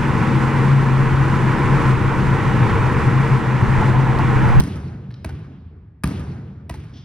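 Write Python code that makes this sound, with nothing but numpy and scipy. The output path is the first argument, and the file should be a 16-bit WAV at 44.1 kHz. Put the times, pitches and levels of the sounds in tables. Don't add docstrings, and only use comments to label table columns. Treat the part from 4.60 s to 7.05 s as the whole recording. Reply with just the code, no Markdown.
import sys
import numpy as np
from scipy import signal
from scipy.fft import rfft, irfft
from scipy.io import wavfile

SR = 44100
rng = np.random.default_rng(int(sys.argv[2]) if len(sys.argv) > 2 else 0)


def wav_record(signal):
    frames = np.transpose(np.atleast_2d(signal))
    bounded = np.clip(frames, -1, 1)
    quanta = np.round(bounded * 32767).astype(np.int16)
    wavfile.write(sys.argv[1], SR, quanta)


def volts(x):
    e = np.asarray(x, float) / 20
    return 10 ** e


N = 107956
LEAD, SIZE = 4410, 2 ** 17
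HZ = np.maximum(np.arange(SIZE // 2 + 1) * SR / SIZE, 10)


def rms_one(x):
    return x / np.sqrt(np.mean(x ** 2) + 1e-20)


def at_hz(points, hz):
    table = np.array(points)
    return np.interp(np.log(hz), np.log(table[:, 0]), table[:, 1])


def ring(push, hz, t60):
    r, w = volts(-60 / (t60 * SR)), 2 * np.pi * hz / SR
    return signal.lfilter([0, np.sin(w)], [1, -2 * r * np.cos(w), r * r], push + 1e-18)


def coloured(points, size, tilt_db=0.0):
    hz = np.maximum(np.arange(size // 2 + 1) * SR / size, 10)
    colour = volts(at_hz(points, hz) + tilt_db * np.log2(hz / 2000))
    return rms_one(irfft(rfft(rng.standard_normal(size)) * colour, size))


def delay(s):
    return np.exp(-2j * np.pi * HZ * (s + LEAD / SR))


def add(heard, x, s, side):
    i = LEAD + int(round(s * SR))
    heard[:, i:i + len(x)] += x * np.array([[1], [side]])


# frequency [Hz], side over mid [dB].
DIFFUSE_SIDE = [(50, -36), (150, -25), (350, -13), (700, -3.5), (2000, -5.5), (5000, -4), (8000, -3),
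                (13500, -3)]
# frequency [Hz], share [0-1].
PORT_LAG_SHARE = [(100, 0.6), (1000, .4), (4000, .6), (8000, .9)]


def wide(pair):
    lag = np.clip(at_hz(PORT_LAG_SHARE, HZ), 0, 1)
    side = 1j * lag * pair[0] + np.sqrt(1 - lag ** 2) * pair[1]
    return np.array([pair[0], side * volts(at_hz(DIFFUSE_SIDE, HZ))])


# frequency [Hz], side over mid [dB].
DIRECT_SIDE = [(50, -28), (150, -17), (350, -6), (700, -2), (1200, -4), (2700, 7), (7500, 8), (13500, 9)]


def facing(heard):
    return rfft(heard) * np.array([1 + 0 * HZ, 1j * volts(at_hz(DIRECT_SIDE, HZ))])


# frequency [Hz], level [dB per Hz].
HUM = [(25, -12), (60, 9.5), (130, 0), (430, -22), (530, -33), (1900, -35), (3200, -53.5), (12000, -68)]


def hall_hum():
    pair = rfft([coloured(HUM, size=SIZE), coloured(HUM, size=SIZE)])
    return volts(-45.5) * wide(pair)


# frequency [Hz], time to fall 60 dB [s].
GYM_T60 = [(50, 2.7), (130, 2.5), (350, 1.905), (920, 1.825), (2430, 1.416), (6400, 1.05), (11000, .66),
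           (15000, .27)]


def tail():
    build_s, lumps_db = 0.0062, 2.5
    t, out = np.arange(N + LEAD) / SR, 0
    edges = 28 * 2 ** np.arange(0, 9.6, .5)
    white = rng.standard_normal((2, 2, N + LEAD))
    for k, (low, high) in enumerate(zip(edges, edges[1:])):
        band = signal.sosfilt(signal.butter(2, [low, high], "band", fs=SR, output="sos"), white[k % 2])
        lumps = np.interp(t * 25, np.arange(100), rng.standard_normal(100))
        lumps = lumps_db * lumps * np.clip((900 / low) ** .3, 0, 1)
        fall = 60 * t / at_hz(GYM_T60, np.sqrt(low * high))
        out = out + band * volts(lumps - fall)
    return wide(rfft(out * (1 - np.exp(-t / build_s)) ** 2, SIZE))


def body_thump(body):
    t = np.arange(8192) / SR
    dent = np.exp(-((t - .001) / 0.00077) ** 2)
    push = sum(volts(db) * ring(dent, hz, t60) for hz, db, t60 in body)
    return -push / np.abs(push).max()


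def falling_knock(knock):
    t = np.arange(4096) / SR
    _, db, from_hz, to_hz, glide_s, fall_s = knock
    turns = to_hz * t + (from_hz - to_hz) * glide_s * (1 - np.exp(-t / glide_s))
    return volts(db) * np.sin(2 * np.pi * turns) * (1 - np.exp(-t / .001)) * np.exp(-t / fall_s)


def smack(skin, stretch, modes):
    rise_s, fall_s, ring_db = .0004, .0013, -7
    t = np.arange(4096) / SR
    burst = skin * (1 - np.exp(-t / rise_s / stretch)) * np.exp(-t / fall_s / stretch)
    rings = sum(volts(db) * ring(burst, hz, t60) for hz, db, t60 in modes)
    return burst + volts(ring_db) * rings / np.abs(rings).max()


def ball(hits, echoes, modes, colour, body, knock, wet):
    scatter_per_s, dull_db_per_s = 30, -16
    out, heard = 0, np.zeros((2, SIZE))
    room = tail() * volts(at_hz(wet, HZ))
    thump, bend = body_thump(body), falling_knock(knock)
    treble = HZ ** 2 / (HZ ** 2 + 450 ** 2)
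    for s, smack_db, thump_db, tilt_db in hits:
        bright_db = smack_db + tilt_db * np.log2(HZ / 2000)
        out = out + volts(treble * bright_db + (1 - treble) * thump_db) * delay(s) * room
        add(heard, volts(smack_db) * bend, s + knock[0], .2)
        skin = coloured(colour, size=4096, tilt_db=tilt_db)
        for lag, high_db, low_db, side, stretch in echoes:
            new = np.clip(scatter_per_s * lag, 0, 1)
            scattered = coloured(colour, size=4096, tilt_db=tilt_db + dull_db_per_s * lag)
            mixed = np.sqrt(1 - new ** 2) * skin + new * scattered
            add(heard, volts(smack_db + high_db) * smack(mixed, stretch, modes), s + lag, side)
            add(heard, volts(thump_db + low_db) * thump, s + lag, side)
    return out + facing(heard)


# start [s], smack [dB], thump [dB], brightness [dB per octave].
ARMS = [
    (-.001, -14.5, -12.5, -0.6),
    (1.4362, -14.5, -12, -0.5),
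]
# delay [s], smack [dB], thump [dB], side share, stretch [times].
ARM_ECHOES = [(0, -0.5, -12.5, .3, 1.0), (.0048, 1.5, 6.5, .3, .9), (.0115, -19, -20, .3, 1.4),
              (0.0193, -15, -3, -.3, 1.5), (.0385, -12.5, -9.5, 0.5, 1.1), (.047, -24, -25, .4, 2.5),
              (0.076, -27, -12, -0.33, 4), (.135, -29, -20, .3, 4), (.1585, -24, -4, .7, 1.8),
              (.163, -25, -25, .2, 7), (.2, -31, -7, .2, 6), (.255, -38, -6, -0.37, 6),
              (.35, -38, -12, .2, 6)]
# frequency [Hz], level [dB], time to fall 60 dB [s].
ARM_MODES = [(430, -4, .04), (700, -5, .025), (949.4, -2, .022), (1215, -1, .018), (1830, -5, .012),
             (2600, -7, .01), (5330, -14, .015)]
# frequency [Hz], level [dB per Hz].
ARM_SMACK = [(300, -13), (1200, 1), (2500, -2), (3600, -9), (5400, -4), (9500, -4), (12500, -7),
             (16000, -18)]
# frequency [Hz], level [dB], time to fall 60 dB [s].
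ARM_THUMP = [(75, -8, .13), (165, -2, .06), (244, -8, .04)]
# delay [s], level [dB], from [Hz], to [Hz], glide [s], fall [s].
ARM_KNOCK = (.0105, -9, 1300, 900, .004, .004)
# frequency [Hz], level [dB].
ARM_TAIL = [(35, -28), (85, 14.5), (150, 9.5), (420, -4.5), (560, -13), (1500, -15.5), (3500, -23.5),
            (10500, -27.5), (16000, -32)]


def forearm_passes():
    return ball(ARMS, ARM_ECHOES, ARM_MODES, ARM_SMACK, ARM_THUMP, ARM_KNOCK, ARM_TAIL)


# start [s], level [dB], frequency [Hz], time to fall 60 dB [s].
PANELS = [(.6905, -36, 781, .06), (.6905, -36, 1490, .06), (2.1415, -32, 861, .05),
          (2.1415, -47, 4040, .05), (2.109, -34, 1000, .04), (2.110, -40, 4600, .015),
          (2.152, -47, 4500, .03), (2.097, -33, 700, .035), (.648, -33, 651, .035), (.003, -24, 2000, .012),
          (.003, -28, 4000, .012), (.009, -28, 1500, .03), (.010, -36, 3200, .02), (.037, -36, 4100, .015),
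          (.040, -35, 1050, .04), (.040, -37, 1870, .03), (.084, -35, 1750, .02), (.158, -37, 1280, .07),
          (1.457, -34, 600, .04), (1.488, -38, 780, .06), (1.490, -40, 1300, .05), (1.594, -39, 1230, .07)]


def panels():
    t, heard = np.arange(8192) / SR, np.zeros((2, SIZE))
    for s, db, hz, t60 in PANELS:
        swell = 1 - np.exp(-t / .002)
        add(heard, volts(db - 60 * t / t60) * swell * np.sin(2 * np.pi * hz * t), s, .3)
    return facing(heard)


def heel_thud(dry):
    start_s, db, hz, t60 = .487, -20, 120.5, 0.076
    t, i = np.arange(8192) / SR, LEAD + int(start_s * SR)
    landing = np.exp(-((t - .002) / 0.00086) ** 2)
    dry[i:i + 8192] -= volts(db) * ring(landing, hz, t60) / 70


# start [s], level [dB], centre [Hz], level at 12 kHz [dB].
TAPS = [(0.5065, -46, 2500, -34), (.509, -43, 1900, -36), (.513, -48, 4500, -20), (.523, -52, 4400, -45),
        (0.5415, -42, 4630, -45), (.546, -51.5, 4500, -45), (2.238, -55, 2000, -45),
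        (2.254, -44.5, 1000, -45)]


def sole_taps(dry):
    t = np.arange(512) / SR
    for s, db, hz, top_db in TAPS:
        i = LEAD + int(s * SR)
        colour = [(hz / 5, -9), (hz, 0), (hz * 1.57, -11), (12000, top_db)]
        dry[i:i + 512] += volts(db) * coloured(colour, size=512) * np.exp(-t / .002)


# frequency [Hz], level [dB per Hz].
SCUFF = [(1500, -5.5), (2800, -3), (3400, 6.5), (4100, -2), (5200, 2.5), (6300, -2), (7500, -20),
         (14000, -30)]


def sole_scuff(dry):
    peak_s, rise_s, fall_s, db, patchy_db = 2.368, .024, .028, -51, 3.0
    t = np.arange(SIZE) / SR
    u = t - LEAD / SR - peak_s
    grip_db = patchy_db * np.interp(t * 150, np.arange(500), rng.standard_normal(500))
    swell = np.exp(-(u / np.where(u < 0, rise_s, fall_s)) ** 2 / 2)
    dry += volts(db + grip_db) * coloured(SCUFF, size=SIZE) * swell


def shoes():
    dry = np.zeros(SIZE)
    heel_thud(dry)
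    sole_taps(dry)
    sole_scuff(dry)
    direct = np.array([1 + 0 * HZ, .6j * volts(at_hz(DIFFUSE_SIDE, HZ))])
    return rfft(dry) * (volts(-38) * tail() + direct)


# start [s], smack [dB], thump [dB], brightness [dB per octave].
WALLS = [
    (.6455, -23, -25.5, -1.6),
    (2.0952, -24, -27.5, 0.5),
]
# delay [s], smack [dB], thump [dB], side share, stretch [times].
WALL_ECHOES = [(0, 3, -21, 0.15, 1.0), (.0031, 1.5, -7, .3, 1.05), (0.0124, -12, 13, .3, 2.2),
               (.0165, -13, -20, .3, 1.5), (.028, -22.5, -6, -.3, 3), (.0452, -10, -6, .3, 2.2),
               (.0488, -15, -18, .3, 4), (.059, -18, -25, .3, 4), (.075, -25, 5, .2, 5),
               (.103, -23, -9.5, -.3, 4), (.142, -23, -11.5, .3, 7), (.2, -28, -5.5, .3, 6)]
# frequency [Hz], level [dB], time
# to fall 60 dB [s].
WALL_MODES = [(675, 5, 0.03), (400, -2, .03), (982, -6, .022), (1305, -3, .02), (1630, -9, 0.015),
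              (1965, -6, .014), (2555, -8, .013), (4700, -14, .012)]
# frequency [Hz], level [dB per Hz].
WALL_SMACK = [(450, -15), (900, 0), (2200, -1), (3600, -11), (5400, -8), (9500, -12), (12500, -14),
              (16000, -22)]
# frequency [Hz], level [dB], time to fall 60 dB [s].
WALL_THUMP = [(77, -1.5, .09), (129, 0, .04), (221.4, -9, 0.041)]
# delay [s], level [dB], from [Hz], to [Hz], glide [s], fall [s].
WALL_KNOCK = (.001, -6, 1500, 230, .004, .008)
# frequency [Hz], level [dB].
WALL_TAIL = [(35, -21), (80, 19), (150, 15), (420, -2.5), (560, -13), (2400, -18), (10500, -33.5),
             (16000, -44)]


def wall_bounces():
    return ball(WALLS, WALL_ECHOES, WALL_MODES, WALL_SMACK, WALL_THUMP, WALL_KNOCK, WALL_TAIL)


def scene():
    both = hall_hum() + forearm_passes() + panels() + shoes() + wall_bounces()
    mid, side = irfft(both, SIZE)[:, LEAD:LEAD + N]
    return np.array([mid + side, mid - side])


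def dip(x, hz, width_hz, db):
    w, a = 2 * np.pi * hz / SR, np.tan(np.pi * width_hz / SR) / np.sqrt(volts(db))
    cut = [1 + a * volts(db), -2 * np.cos(w), 1 - a * volts(db)]
    return signal.filtfilt(cut, [1 + a, -2 * np.cos(w), 1 - a], x)


# frequency [Hz], width [Hz], depth [dB].
PORT_DIPS = [(6400, 1800, -1.5), (7050, 450, -14), (7700, 450, -14), (13100, 750, -14), (13900, 600, -14)]
# frequency [Hz], width [Hz], depth [dB].
SIDE_DIP = (10400, 800, -16)


def phone_microphone(dry):
    mid, side = (dry[0] + dry[1]) / 2, (dry[0] - dry[1]) / 2
    side = dip(side, *SIDE_DIP)
    side = signal.sosfiltfilt(signal.butter(5, 15300, fs=SR, output="sos"), side)
    mid = signal.sosfiltfilt(signal.butter(10, 15900, fs=SR, output="sos"), mid)
    for hz, width_hz, db in PORT_DIPS:
        mid = dip(mid, hz, width_hz, db)
    low_cut = signal.butter(4, 57, "high", fs=SR, output="sos")
    return signal.sosfilt(low_cut, [mid + side, mid - side])


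def low_pass(x):
    return signal.sosfilt(signal.butter(12, 16890, fs=SR, output="sos"), x)


def record(dry):
    mix = phone_microphone(dry)
    return low_pass(mix)


dry = scene()
out = record(dry)
wav_record(out)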